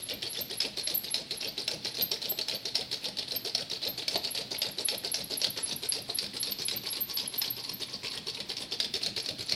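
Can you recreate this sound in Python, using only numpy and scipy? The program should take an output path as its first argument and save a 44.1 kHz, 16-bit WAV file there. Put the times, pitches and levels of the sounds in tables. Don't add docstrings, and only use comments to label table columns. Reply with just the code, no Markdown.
import sys
import numpy as np
from scipy import signal
from scipy.io import wavfile
from scipy.ndimage import uniform_filter1d

SR = 44100
rng = np.random.default_rng(int(sys.argv[2]) if len(sys.argv) > 2 else 0)


def persist_wave(psi):
    counts = np.round(np.clip(psi, -1, 1) * 32767).astype(np.int16)
    wavfile.write(sys.argv[1], SR, np.atleast_2d(counts).T)


def level_to_linear(level):
    exponent = np.asarray(level, float) / 20
    return 10 ** exponent


N = 421155
SECONDS = np.arange(N) / SR

# (frequency [Hz], level per Hz [dB])
TIN = [(120, -28), (250, -3.5), (700, -12), (930, -12.5), (1200, -15.5), (1800, -14), (2350, -10),
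       (3250, -9), (4450, -1), (5300, -7.5), (6800, -22.5), (10000, -19.5), (13000, -27), (16300, -42)]
# (time [s], speed [turns per s])
SPEED = [(0, 3.715), (4, 3.754), (5.5, 3.82), (6.5, 3.964), (7.5, 4.191), (8.5, 4.446), (9.1, 4.452),
         (9.6, 4.432)]


def evened(x):
    return x / np.sqrt(np.mean(x ** 2) + 1e-20)


def smooth_noise(shape, size):
    return evened(uniform_filter1d(uniform_filter1d(rng.standard_normal(shape), size), size))


def read(points, x):
    return np.interp(x, *np.transpose(points))


def add(mix, s, sound):
    part = mix[round(s * SR):][:len(sound)]
    part += sound[:len(part)]


def resonate(x, hz, width):
    spin = np.exp(2j * np.pi * np.cumsum(hz * np.ones(len(x))) / SR)
    r = np.exp(-np.pi * width / SR)
    return 2 * (spin * signal.lfilter([1 - r], [1, -r], x / spin)).real


def colour(x, spectrum):
    hz, db = np.transpose(spectrum)
    bin_hz = abs(np.fft.fftfreq(4096, 1 / SR))
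    log_gain = np.log(level_to_linear(np.interp(np.log(bin_hz + 1), np.log(hz), np.maximum(db, -90))))
    taps = np.fft.ifft(np.exp(np.conj(signal.hilbert(log_gain)))).real[:2048]
    return signal.oaconvolve(x, taps / np.linalg.norm(taps))[:len(x)]


def turns():
    return 0.148 + np.cumsum(read(SPEED, SECONDS)) / SR


def crank():
    done = turns()
    return done.astype(int), done % 1


def stroke(share, start, end):
    progress = np.clip((share - start) / (end - start), 0, 1)
    return progress, np.sin(np.pi * progress ** 0.57)


def floor():
    # (frequency [Hz], level per Hz [dB])
    hiss_colour = [(15, -45), (25, -12), (108, 0), (285, 0.5), (416, -4.5), (887, -11), (1190, -13.5),
                   (2760, -9), (4370, 1), (5280, -10), (6920, -22.5), (11600, -22), (16000, -22)]
    hum = sum(level_to_linear(db) * resonate(rng.standard_normal(N), hz, 3.6) for hz, db in [(123, -26.0), (240, -39.5)])
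    return level_to_linear(-49.5) * evened(colour(rng.standard_normal(N), hiss_colour)) + hum


def diaphragm():
    # (start [share of turn], end [share of turn], start pitch [Hz], end pitch [Hz])
    gulp_strokes = [
        (.01, 0.2, 335.8, 522.2),
        (0.525, 0.755, 377.2, 718.6),
    ]
    # (first gulp [dB], second gulp [dB])
    gulp_levels = [(-50, -47), (-48, -48.5), (-48.5, -48), (-48.5, -50.5), (-53, -49), (-48.0, -48),
                   (-46, -47), (-48.0, -46.5), (-44, -49.5), (-48.5, -47.5), (-48.0, -46.5), (-51.5, -48),
                   (-53, -48), (-44, -48), (-49.5, -44.5), (-48.5, -49), (-52, -46), (-47.5, -47.5),
                   (-45, -44.5), (-46.0, -49), (-46, -49.5), (-46.5, -54), (-46, -48.5), (-53, -52),
                   (-51, -52.5), (-50, -50.5), (-52, -55), (-56, -51.5), (-57, -57), (-50.5, -61),
                   (-51, -55.5), (-51.5, -54.5), (-48, -50.5), (-47, -52), (-46.5, -50), (-44, -51),
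                   (-45.5, -47.5), (-49, -50)]
    # (time [s], level [dB])
    thud_levels = [(0, -44.5), (1.2, -46.5), (2.1, -44.5), (3.1, -48.5), (4.2, -43.5), (4.9, -46),
                   (5.9, -45), (6.5, -44), (7.3, -50), (7.8, -46.5), (8.8, -45.5), (9.55, -38)]
    turn, share = crank()
    turn_count, scatter_db = 38, 1.5
    thud_db = read(thud_levels, SECONDS) + scatter_db * rng.standard_normal(turn_count)[turn]
    out = np.zeros(N)
    for (start, end, low_hz, high_hz), db in zip(gulp_strokes, np.transpose(gulp_levels)):
        progress, hump = stroke(share, start, end)
        hz = low_hz + (high_hz - low_hz) * progress
        breath = evened(resonate(rng.standard_normal(N), 1.15 * hz, 160))
        tone = np.sin(2 * np.pi * np.cumsum(hz) / SR) + .3 * breath
        out += level_to_linear(db[turn] + 5.0) * hump * tone
    thud = evened(resonate(resonate(rng.standard_normal(N), 145, 137), 258, 270))
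    thud = thud + 0.79 * np.sin(2 * np.pi * 202 * SECONDS)
    shake = evened(resonate(resonate(rng.standard_normal(N), 120, 70), 124, 110))
    reversals = stroke(share, 0.027, 0.14)[1] + stroke(share, 0.622, 0.76)[1]
    out += level_to_linear(thud_db - 8.5) * reversals * shake
    return out + level_to_linear(thud_db - 6) * stroke(share, 0.58, 1.0)[1] * thud


def jacket(x):
    # (time [s], low pitch [Hz], low level [dB], high pitch [Hz], high level [dB])
    jacket_air = [
        (0, 584, -13, 800, -17),
        (2, 635, -9.5, 842, -13),
        (5.4, 617, -9, 846, -11.5),
        (6.3, 630, -30, 1090, -22),
        (6.9, 925, -16, 1076, -11),
        (8.4, 950, -13, 1070, -11),
        (8.9, 630, -14, 925, -23),
    ]
    s, *columns = np.transpose(jacket_air)
    low_hz, low_db, high_hz, high_db = (np.interp(SECONDS, s, c) for c in columns)
    low = level_to_linear(low_db) * resonate(resonate(x, low_hz, 252), low_hz, 470)
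    return low + level_to_linear(high_db) * resonate(resonate(x, high_hz, 127), high_hz, 150)


def rattle_db():
    # (time [s], rattle level [dB])
    looseness = [(0, -44), (3, -45.5), (6, -43), (7.5, -45), (8.5, -46), (9.55, -44.5)]
    # (share of turn [0-1], level [dB])
    turn_shape = [(0, -1), (.04, 2), (.19, 1.5), (.36, -20.5), (.39, -1), (.58, 3), (.68, 0.5),
                  (.76, -16.5), (1, -12)]
    share = crank()[1]
    speed_gained = read(SPEED, SECONDS) - SPEED[0][1]
    lead = 0.063 * speed_gained * np.interp(share, [.15, .28, .4, .65], [0, 1, 1, 0])
    return read(looseness, SECONDS) + read(turn_shape, share + lead)


def rattle():
    clumps = smooth_noise(N, 300)
    level = level_to_linear(rattle_db() + 5 * np.tanh(clumps / 1.3))
    tick_gain = level_to_linear(3.5 * np.minimum(rng.exponential(1, N), 2.2))
    struck = rng.random(N) < 1300 / SR
    ticks = tick_gain * struck * rng.choice([-1, 1], N)
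    scrape = level * (evened(ticks) + level_to_linear(-3.5) * rng.standard_normal(N))
    patch_hz = np.repeat(rng.uniform(1410, 11630, N // 512 + 1), 512)[:N]
    patches = level_to_linear(12.5) * resonate(scrape, patch_hz, 550)
    return level_to_linear(-4.5) * colour(scrape + patches, TIN) + level_to_linear(10.5) * jacket(scrape)


def squeaks():
    # (time [s], length [s], level [dB], pitch [Hz])
    first_bearing = [(0.023, 0.02, -32.5, 11130), (0.292, 0.035, -35.5, 11200), (.569, 0.021, -35.5, 11170),
                     (0.83, 0.037, -32.5, 11000), (0.972, 0.0089, -23.5, 11500), (1.102, 0.032, -32, 11100),
                     (1.371, 0.014, -33.5, 11150), (1.64, 0.012, -46, 10800), (1.91, 0.016, -48, 11130),
                     (4.306, 0.017, -30.5, 11250), (4.582, 0.011, -30, 11300), (4.848, 0.013, -23, 11150),
                     (5.116, 0.0086, -27, 11200), (5.372, 0.011, -26.5, 11180),
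                     (5.627, 0.024, -24.5, 10900), (5.888, 0.013, -22, 11000), (6.145, 0.016, -27.5, 11200),
                     (6.397, 0.0233, -29, 11220), (6.65, 0.017, -28, 11100), (6.899, 0.027, -30, 11200),
                     (7.276, 0.0032, -26.5, 11050), (7.625, 0.021, -45, 11050), (7.864, 0.011, -46, 11100),
                     (9.224, 0.0073, -39, 11050), (8.099, 0.011, -47, 11100), (9.459, 0.0092, -46, 10850)]
    # (time [s], length [s], level [dB], start pitch [Hz], end pitch [Hz])
    second_bearing = [(0.136, .0055, -35.5, 12800, 12200), (0.408, 0.015, -29, 12300, 12860),
                      (0.943, 0.019, -24.5, 11600, 12840), (1.474, 0.02, -39, 11400, 12160),
                      (2.016, 0.025, -22.5, 11850, 12920), (2.289, 0.03, -25.5, 12000, 12920),
                      (2.541, 0.03, -42.5, 11300, 12500), (3.358, 0.012, -26.5, 12600, 12600),
                      (3.875, 0.038, -35.5, 12400, 12960), (4.172, .01, -36.5, 12100, 11300),
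                      (4.712, 0.012, -39.5, 11800, 10500), (4.978, 0.0049, -29, 12000, 10600),
                      (5.239, 0.0063, -34, 12100, 10300), (5.501, 0.0066, -30.5, 12000, 10600),
                      (5.762, 0.0025, -29.5, 12000, 10400), (6.018, .0063, -40, 11900, 10700),
                      (6.507, 0.025, -31, 12470, 11400), (6.761, 0.012, -30, 12700, 12100),
                      (7.004, 0.022, -26, 12760, 11800), (7.138, 0.0074, -32, 12700, 11500),
                      (7.146, 0.021, -31, 11540, 11200), (7.377, 0.022, -25, 12400, 10500),
                      (7.502, 0.0081, -29, 12900, 11400), (7.506, 0.0055, -27, 11570, 11660),
                      (7.733, 0.017, -36.5, 12860, 11400), (0.95, .004, -37, 7400, 7950),
                      (2.296, 0.004, -34.5, 7700, 7950)]
    hook_hz, dip_hz = 606, 217
    sag_hz, hold_below_hz = 201, 150
    slide = 0.52
    rows = []
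    for s, length, db, hz in first_bearing:
        if length < .02:
            path_hz = [hz + hook_hz, hz - dip_hz, hz + hold_below_hz, hz - 2 * sag_hz]
        else:
            path_hz = [hz - dip_hz, hz + hold_below_hz, hz, hz]
        rows.append((s, length, db, path_hz))
    for s, length, db, start_hz, end_hz in second_bearing:
        caught_hz = max(start_hz, end_hz) - hold_below_hz
        held_hz = caught_hz - slide * max(start_hz - end_hz, 0) * (length < .015)
        rows.append((s, length, db, [start_hz, caught_hz, held_hz, end_hz]))
    out = np.zeros(N)
    for s, length, db, path_hz in rows:
        t = np.arange(0, length + 0.00587, 1 / SR)
        waver = smooth_noise((2, len(t)), 60)
        hz = np.interp(t / t[-1], [.1, .38, .72, .9], path_hz) + 45 * waver[0]
        whistle = np.sin(2 * np.pi * np.cumsum(hz) / SR) * level_to_linear(db + 3.5 * np.tanh(waver[1]))
        swell = np.minimum(t / t[-1] / .7 + .25, 1)
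        add(out, s - .002, whistle * signal.windows.tukey(len(t), .5) * swell)
    return out


def blows_of_crank():
    # (time [s], peak [dB], ring [Hz])
    up_clacks = [(0.2277, -17, 3530), (0.7718, -18.5, 4050), (1.047, -24, 3960), (1.309, -17, 4240),
                 (1.847, -19, 5400), (2.1159, -12.5, 4200), (2.388, -14, 4300), (2.654, -17, 4360),
                 (2.9275, -16.5, 4350), (3.1857, -18, 4500), (3.7337, -22.5, 4450), (3.977, -22.5, 4600),
                 (4.247, -16, 4430), (4.5155, -20.5, 4850), (5.047, -18.5, 4730), (5.3193, -21, 4020),
                 (5.5744, -18, 4440), (6.366, -19.5, 4320), (6.619, -18, 4340), (6.866, -21.5, 4570),
                 (7.111, -23.5, 4660), (7.819, -22, 4360), (8.0495, -25, 4960), (8.283, -21, 4470),
                 (8.517, -22, 4050), (8.72, -19, 3480), (8.9386, -14.5, 3640), (9.1634, -17.5, 4380),
                 (9.407, -19.5, 4300)]
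    # (time [s], peak [dB], ring [Hz])
    down_clacks = [(0.3701, -20.5, 3640), (0.6027, -12.5, 5220), (.873, -14.5, 4400), (1.1422, -12, 5240),
                   (1.4098, -22.5, 5150), (1.6782, -11, 5370), (2.226, -19.5, 4260), (2.4835, -12.5, 5270),
                   (2.7536, -11.5, 4600), (3.0426, -20, 4200), (3.3192, -17.5, 4350), (3.5488, -11.5, 4450),
                   (4.08, -10.5, 5200), (4.3485, -16.5, 4640), (4.6175, -12, 4750), (4.885, -12, 4370),
                   (5.1426, -11, 5230), (5.415, -13.5, 4700), (5.9213, -14.5, 5000), (6.186, -14, 4770),
                   (6.4283, -15.5, 4470), (6.683, -14.5, 4840), (6.928, -19.5, 4860), (7.171, -16.5, 5150),
                   (7.4164, -14, 5200), (8.567, -21, 4600), (8.801, -10, 4830), (9.0335, -17, 4500),
                   (9.26, -21, 4570), (9.494, -18, 4750)]
    # (time [s], peak [dB], ring [Hz])
    slaps = [(0.097, -20, 3900), (0.6288, -19.5, 4230), (1.4754, -24, 4200), (1.7127, -19, 4250),
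             (1.867, -19.5, 4300), (1.97, -20.5, 4330), (2.01, -13.5, 4180), (2.32, -23, 4330),
             (2.412, -17.5, 4500), (2.5122, -18.5, 4280), (3.17, -21.5, 4600), (3.35, -19, 4860),
             (3.85, -21, 4350), (3.8748, -17.5, 4340), (4.157, -13, 4300), (4.3744, -16.5, 4130),
             (9.029, -22, 4900), (5.443, -10.5, 4410), (5.467, -21, 4500), (6.52, -18, 4510),
             (7.647, -22.5, 4450), (7.6931, -20.5, 4400), (8.1742, -21, 3500), (8.348, -21.5, 3960),
             (8.402, -19, 3600), (8.844, -19, 3520), (9.062, -13, 4400), (9.1997, -19, 4650),
             (9.288, -17, 4450), (9.5209, -11, 4530)]
    # (time [s], peak [dB], ring [Hz])
    light_taps = [(0.0877, -23, 3500), (0.125, -42, 3960.0), (0.2213, -23.5, 4020), (0.2423, -29, 4460.0),
                  (0.2536, -29, 3450.0), (0.2726, -30, 4480.0), (0.3302, -25, 4200), (0.345, -29, 5340),
                  (0.3626, -28, 4000), (0.4002, -26.0, 4150), (0.509, -24.5, 3380), (0.5361, -28, 4090.0),
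                  (0.6154, -19, 4160), (0.619, -19, 4500), (0.645, -35, 4780.0), (0.7838, -20.5, 4420),
                  (0.7953, -20.5, 4440), (0.811, -25, 4140), (0.899, -22, 4200), (0.9134, -21.5, 3440),
                  (0.94, -24.5, 4450), (1.042, -22, 5040), (1.1551, -17.5, 4220), (1.1675, -34, 4090.0),
                  (1.1789, -24, 4370), (1.2085, -30, 3770), (1.3185, -21, 4200), (1.4209, -28, 4940),
                  (1.4446, -20.5, 3230), (1.5784, -19.5, 4030), (1.5896, -33, 4200), (1.6106, -27.0, 4300),
                  (1.737, -38, 4050), (1.8543, -21, 4130), (1.8817, -27, 4370.0), (1.893, -30, 4350.0),
                  (1.9442, -26, 4290.0), (1.9858, -21, 4280), (2.0222, -23, 5060), (2.132, -22, 3900),
                  (2.1395, -21.5, 4600), (2.149, -34, 4500), (2.2174, -22, 4340), (2.242, -23, 3880.0),
                  (2.2557, -20.5, 3050), (2.285, -25, 4730), (2.4959, -17, 4170), (2.525, -28, 4240.0),
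                  (2.5335, -34, 4370.0), (2.5467, -25, 4500), (2.5539, -26, 4470), (2.6656, -39, 4100),
                  (2.6784, -27, 4270), (2.6866, -24, 4290.0), (2.7642, -16.5, 4130), (2.776, -32, 3830.0),
                  (2.7792, -21, 5140), (2.8095, -21, 4370), (2.9138, -18, 4370.0), (2.94, -17.5, 4440),
                  (2.9535, -32, 4130.0), (3.056, -21, 5500), (3.0856, -25, 4330), (3.193, -19.5, 4370),
                   (3.28, -26, 4590.0), (3.308, -24.0, 4110.0), (3.3622, -23, 4600), (3.4484, -20, 4670.0),
                   (3.4592, -19.5, 4400), (3.4725, -20, 4410.0), (3.483, -29, 4350.0), (3.5803, -20, 3780),
                   (3.608, -22.5, 4660), (3.699, -23, 4800), (3.714, -19.5, 4130), (3.7694, -28, 4420),
                   (3.835, -30, 4200.0), (4.0075, -34, 4610.0), (4.109, -24.0, 4300), (4.1189, -30, 4220.0),
                   (4.143, -19, 4560), (4.163, -18, 4200), (4.2336, -25.5, 4600), (4.2406, -21, 4200),
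                   (4.272, -22, 4600), (4.3584, -24, 4630.0), (4.385, -24, 3790.0), (4.4102, -22, 4100),
                   (4.4144, -30, 4630.0), (4.506, -32, 4500), (4.5422, -34, 4720.0), (4.6288, -17, 5100),
                   (4.644, -32, 4300), (4.655, -22, 4540), (4.666, -24.5, 4640), (4.784, -19.5, 4170),
                   (4.8065, -22, 4650), (4.8965, -21, 5350), (4.916, -21.5, 3960), (4.9265, -32, 4230),
                   (4.9464, -19, 4200), (5.0727, -23, 4430), (5.155, -20, 4200), (5.2054, -21.5, 4160.0),
                   (5.3096, -24, 4520.0), (5.337, -23, 4570.0), (5.4329, -22, 4400), (5.455, -39, 4360),
                   (5.689, -35, 4400), (5.7059, -34, 4550), (5.7282, -22, 4440.0), (5.8336, -20, 4070),
                   (5.8576, -24, 4090.0), (5.936, -24, 4770), (5.9484, -26, 4570.0), (5.962, -23, 4400),
                   (5.9858, -25, 4750), (6.194, -22, 4700), (6.216, -25, 4740), (6.2415, -21, 4750),
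                  (6.2634, -23, 4570), (6.351, -30, 4360), (6.4597, -25, 4440), (6.4707, -23, 3770),
                 (6.494, -29, 3600.0), (6.6002, -31, 4540.0), (6.625, -28, 4400), (6.6954, -20.5, 5260),
                 (6.711, -16, 4090.0), (6.7297, -31, 4430), (6.7461, -35, 4590.0), (6.773, -21, 4430),
                 (6.8705, -20, 4520.0), (6.8883, -22, 5230), (6.955, -26, 4320), (6.97, -24.0, 4370),
                 (7.089, -32, 4410.0), (7.0981, -23.5, 3720), (7.185, -20, 4530), (7.197, -19.5, 3920.0),
                 (7.2154, -28, 3340), (7.2585, -24.5, 3160), (7.3397, -23, 4270), (7.378, -26, 4330),
                 (7.443, -20, 3350), (7.466, -34, 4300), (7.566, -27, 5200), (7.6385, -26, 4700),
                 (7.7289, -31, 5200), (7.8104, -30, 5030), (7.8312, -19, 3680), (7.93, -31, 5150.0),
                 (8.0576, -26, 3960.0), (8.0686, -26, 4650.0), (8.08, -23, 4630), (8.084, -29, 4160),
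                 (8.1174, -24, 4430), (8.135, -27, 4500), (8.142, -29.0, 4570), (8.269, -21.5, 4080),
                 (8.2892, -24, 3750.0), (8.2982, -22.5, 4580), (8.501, -20, 3330), (8.582, -26.0, 4870),
                 (8.711, -27, 5230), (8.6227, -23, 3700), (8.493, -21, 4650), (8.7377, -21.5, 4500),
                 (8.827, -27, 4430), (8.9524, -18, 4530), (8.9627, -20, 4480), (9.0727, -35, 3770.0),
                 (9.0882, -34, 4450), (9.1791, -21, 4400), (9.185, -23, 5030), (9.384, -30, 3330),
                 (9.3925, -23, 4070), (9.42, -27, 4480.0), (9.4971, -26, 4860), (9.509, -25, 4410.0)]
    return np.array(up_clacks + down_clacks + slaps + light_taps)


def clacks():
    # (frequency [Hz], level [dB], t60 [s])
    can_modes = [(2150, -43, 0.067), (4470, -51, 0.037), (4450, -26.5, 0.087), (5150, -23, 0.07),
                 (5300, -14, 0.039), (5330, -32, 0.017)]
    blows, rings, t = np.zeros(N), np.zeros(N), np.arange(900) / SR
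    rows = blows_of_crank()
    jolts = rng.standard_normal((len(rows), len(t)))
    spots_hz = rng.uniform(3900, 5750, len(rows))
    for (s, db, hz), jolt, spot_hz in zip(rows, jolts, spots_hz):
        fade_s = 0.0049 * level_to_linear(0.1 * (db + 31.5))
        bounce = jolt * (1 - np.exp(-t / 0.000037)) * np.exp(-(t / fade_s) ** 1.07)
        ring = resonate(resonate(bounce, hz, 340), hz, 440)
        ring = ring + .5 * resonate(resonate(bounce, spot_hz, 580), spot_hz, 1260)
        add(rings, s, level_to_linear(db) * ring / abs(ring).max())
        add(blows, s, level_to_linear(db + 0.045 * (db + 37.0)) * bounce)
    t = np.arange(4000) / SR
    can = sum(level_to_linear(db - 60 * t / t60) * np.sin(2 * np.pi * hz * t) for hz, db, t60 in can_modes)
    rings = signal.sosfilt(signal.butter(6, 6200, fs=SR, output="sos"), rings)
    broad = signal.sosfilt(signal.butter(2, [1500, 14000], "band", fs=SR, output="sos"), blows)
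    tick = level_to_linear(-14.0) * colour(broad, TIN) + jacket(blows)
    return level_to_linear(-5) * rings + tick + level_to_linear(-27.5) * signal.oaconvolve(blows, can)[:N]


def knocks():
    # (time [s], peak [dB], pitch [Hz], bounce t60 [s], width [Hz], share of low wood [ratio])
    glass_blows = [
        (2.318, -33, 620, .04, 150, 0.8),
        (4.156, -22.5, 638, 0.053, 69, .3),
        (6.0913, -31, 600, 0.11, 150, 1.8),
    ]
    out, t = np.zeros(N), np.arange(8000) / SR
    for s, db, hz, t60, width, wood in glass_blows:
        bounces = 0.15 * rng.standard_normal(len(t)) * level_to_linear(-60 * t / t60)
        push = bounces + signal.unit_impulse(len(t))
        ring = resonate(resonate(push, hz, width), hz, width + 500)
        ring = ring + wood * resonate(resonate(push, 410, 82), 310, 600)
        add(out, s, level_to_linear(db) * ring / abs(ring).max())
    return out


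def tail():
    # (frequency [Hz], t60 [s])
    room_decay = [(200, 0.32), (1000, 0.43), (4500, 0.31), (12000, 0.24)]
    taps = np.zeros(SR // 2)
    at = np.arange(150, len(taps) - 20, 20)
    taps[at + rng.integers(0, 20, len(at))] = rng.choice([-1., 1.], len(at))
    hz, t, z = signal.stft(taps, SR, nperseg=128)
    decay = signal.istft(z * level_to_linear(-60 * t / read(room_decay, hz)[:, None]), SR, nperseg=128)[1]
    return decay / np.linalg.norm(decay)


def room(x):
    paths = (np.sqrt(2 / 3) * np.cos(2 * np.pi * (1.3 * SECONDS + k / 3)) for k in range(3))
    return sum(signal.oaconvolve(x * path, tail())[:N] for path in paths)


def thin_treble(x):
    hz, t, z = signal.stft(x, SR, nperseg=1024, noverlap=768)
    band_power = (abs(z[:512]) ** 2).reshape(32, 16, -1).mean(1)
    band_db = 10 * np.log10(uniform_filter1d(band_power, size=3) + 1e-20)
    band_hz = hz[8:512:16, None]
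    whim_db = 2.5 * evened(uniform_filter1d(rng.standard_normal(band_db.shape[::-1]).T, size=8))
    mask_db = band_db[12:].max(0) - np.where(band_hz > 12500, 23, 41)
    hidden = (band_hz > 7500) & (band_db + whim_db < mask_db)
    usual_db = np.median(band_db, axis=1)[:, None]
    faint_db = usual_db + np.interp(band_hz, [12700, 13700, 15300], [-5.5, 0, 0])
    faint = (band_hz > 12700) & (band_db + .5 * whim_db + whim_db[0] < faint_db)
    z[:512] *= np.repeat(~(hidden | faint), 16, axis=0)
    return signal.istft(z, SR, nperseg=1024, noverlap=768)[1][:N]


def scene():
    near, squeal = clacks() + rattle() + diaphragm() + knocks(), squeaks()
    echoes = room(level_to_linear(-8.0) * near + level_to_linear(-7.5) * squeal)
    return (near + squeal + echoes + floor())[None]


def top_cut(x):
    return signal.sosfilt(signal.butter(12, 16800, fs=SR, output="sos"), x)


def record(dry):
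    low_pass = signal.firwin(255, 15950, window=("kaiser", 9), fs=SR)
    limited = signal.oaconvolve(dry[0], low_pass, "same")
    return top_cut(thin_treble(limited)[None])


dry = scene()
out = record(dry)
persist_wave(out)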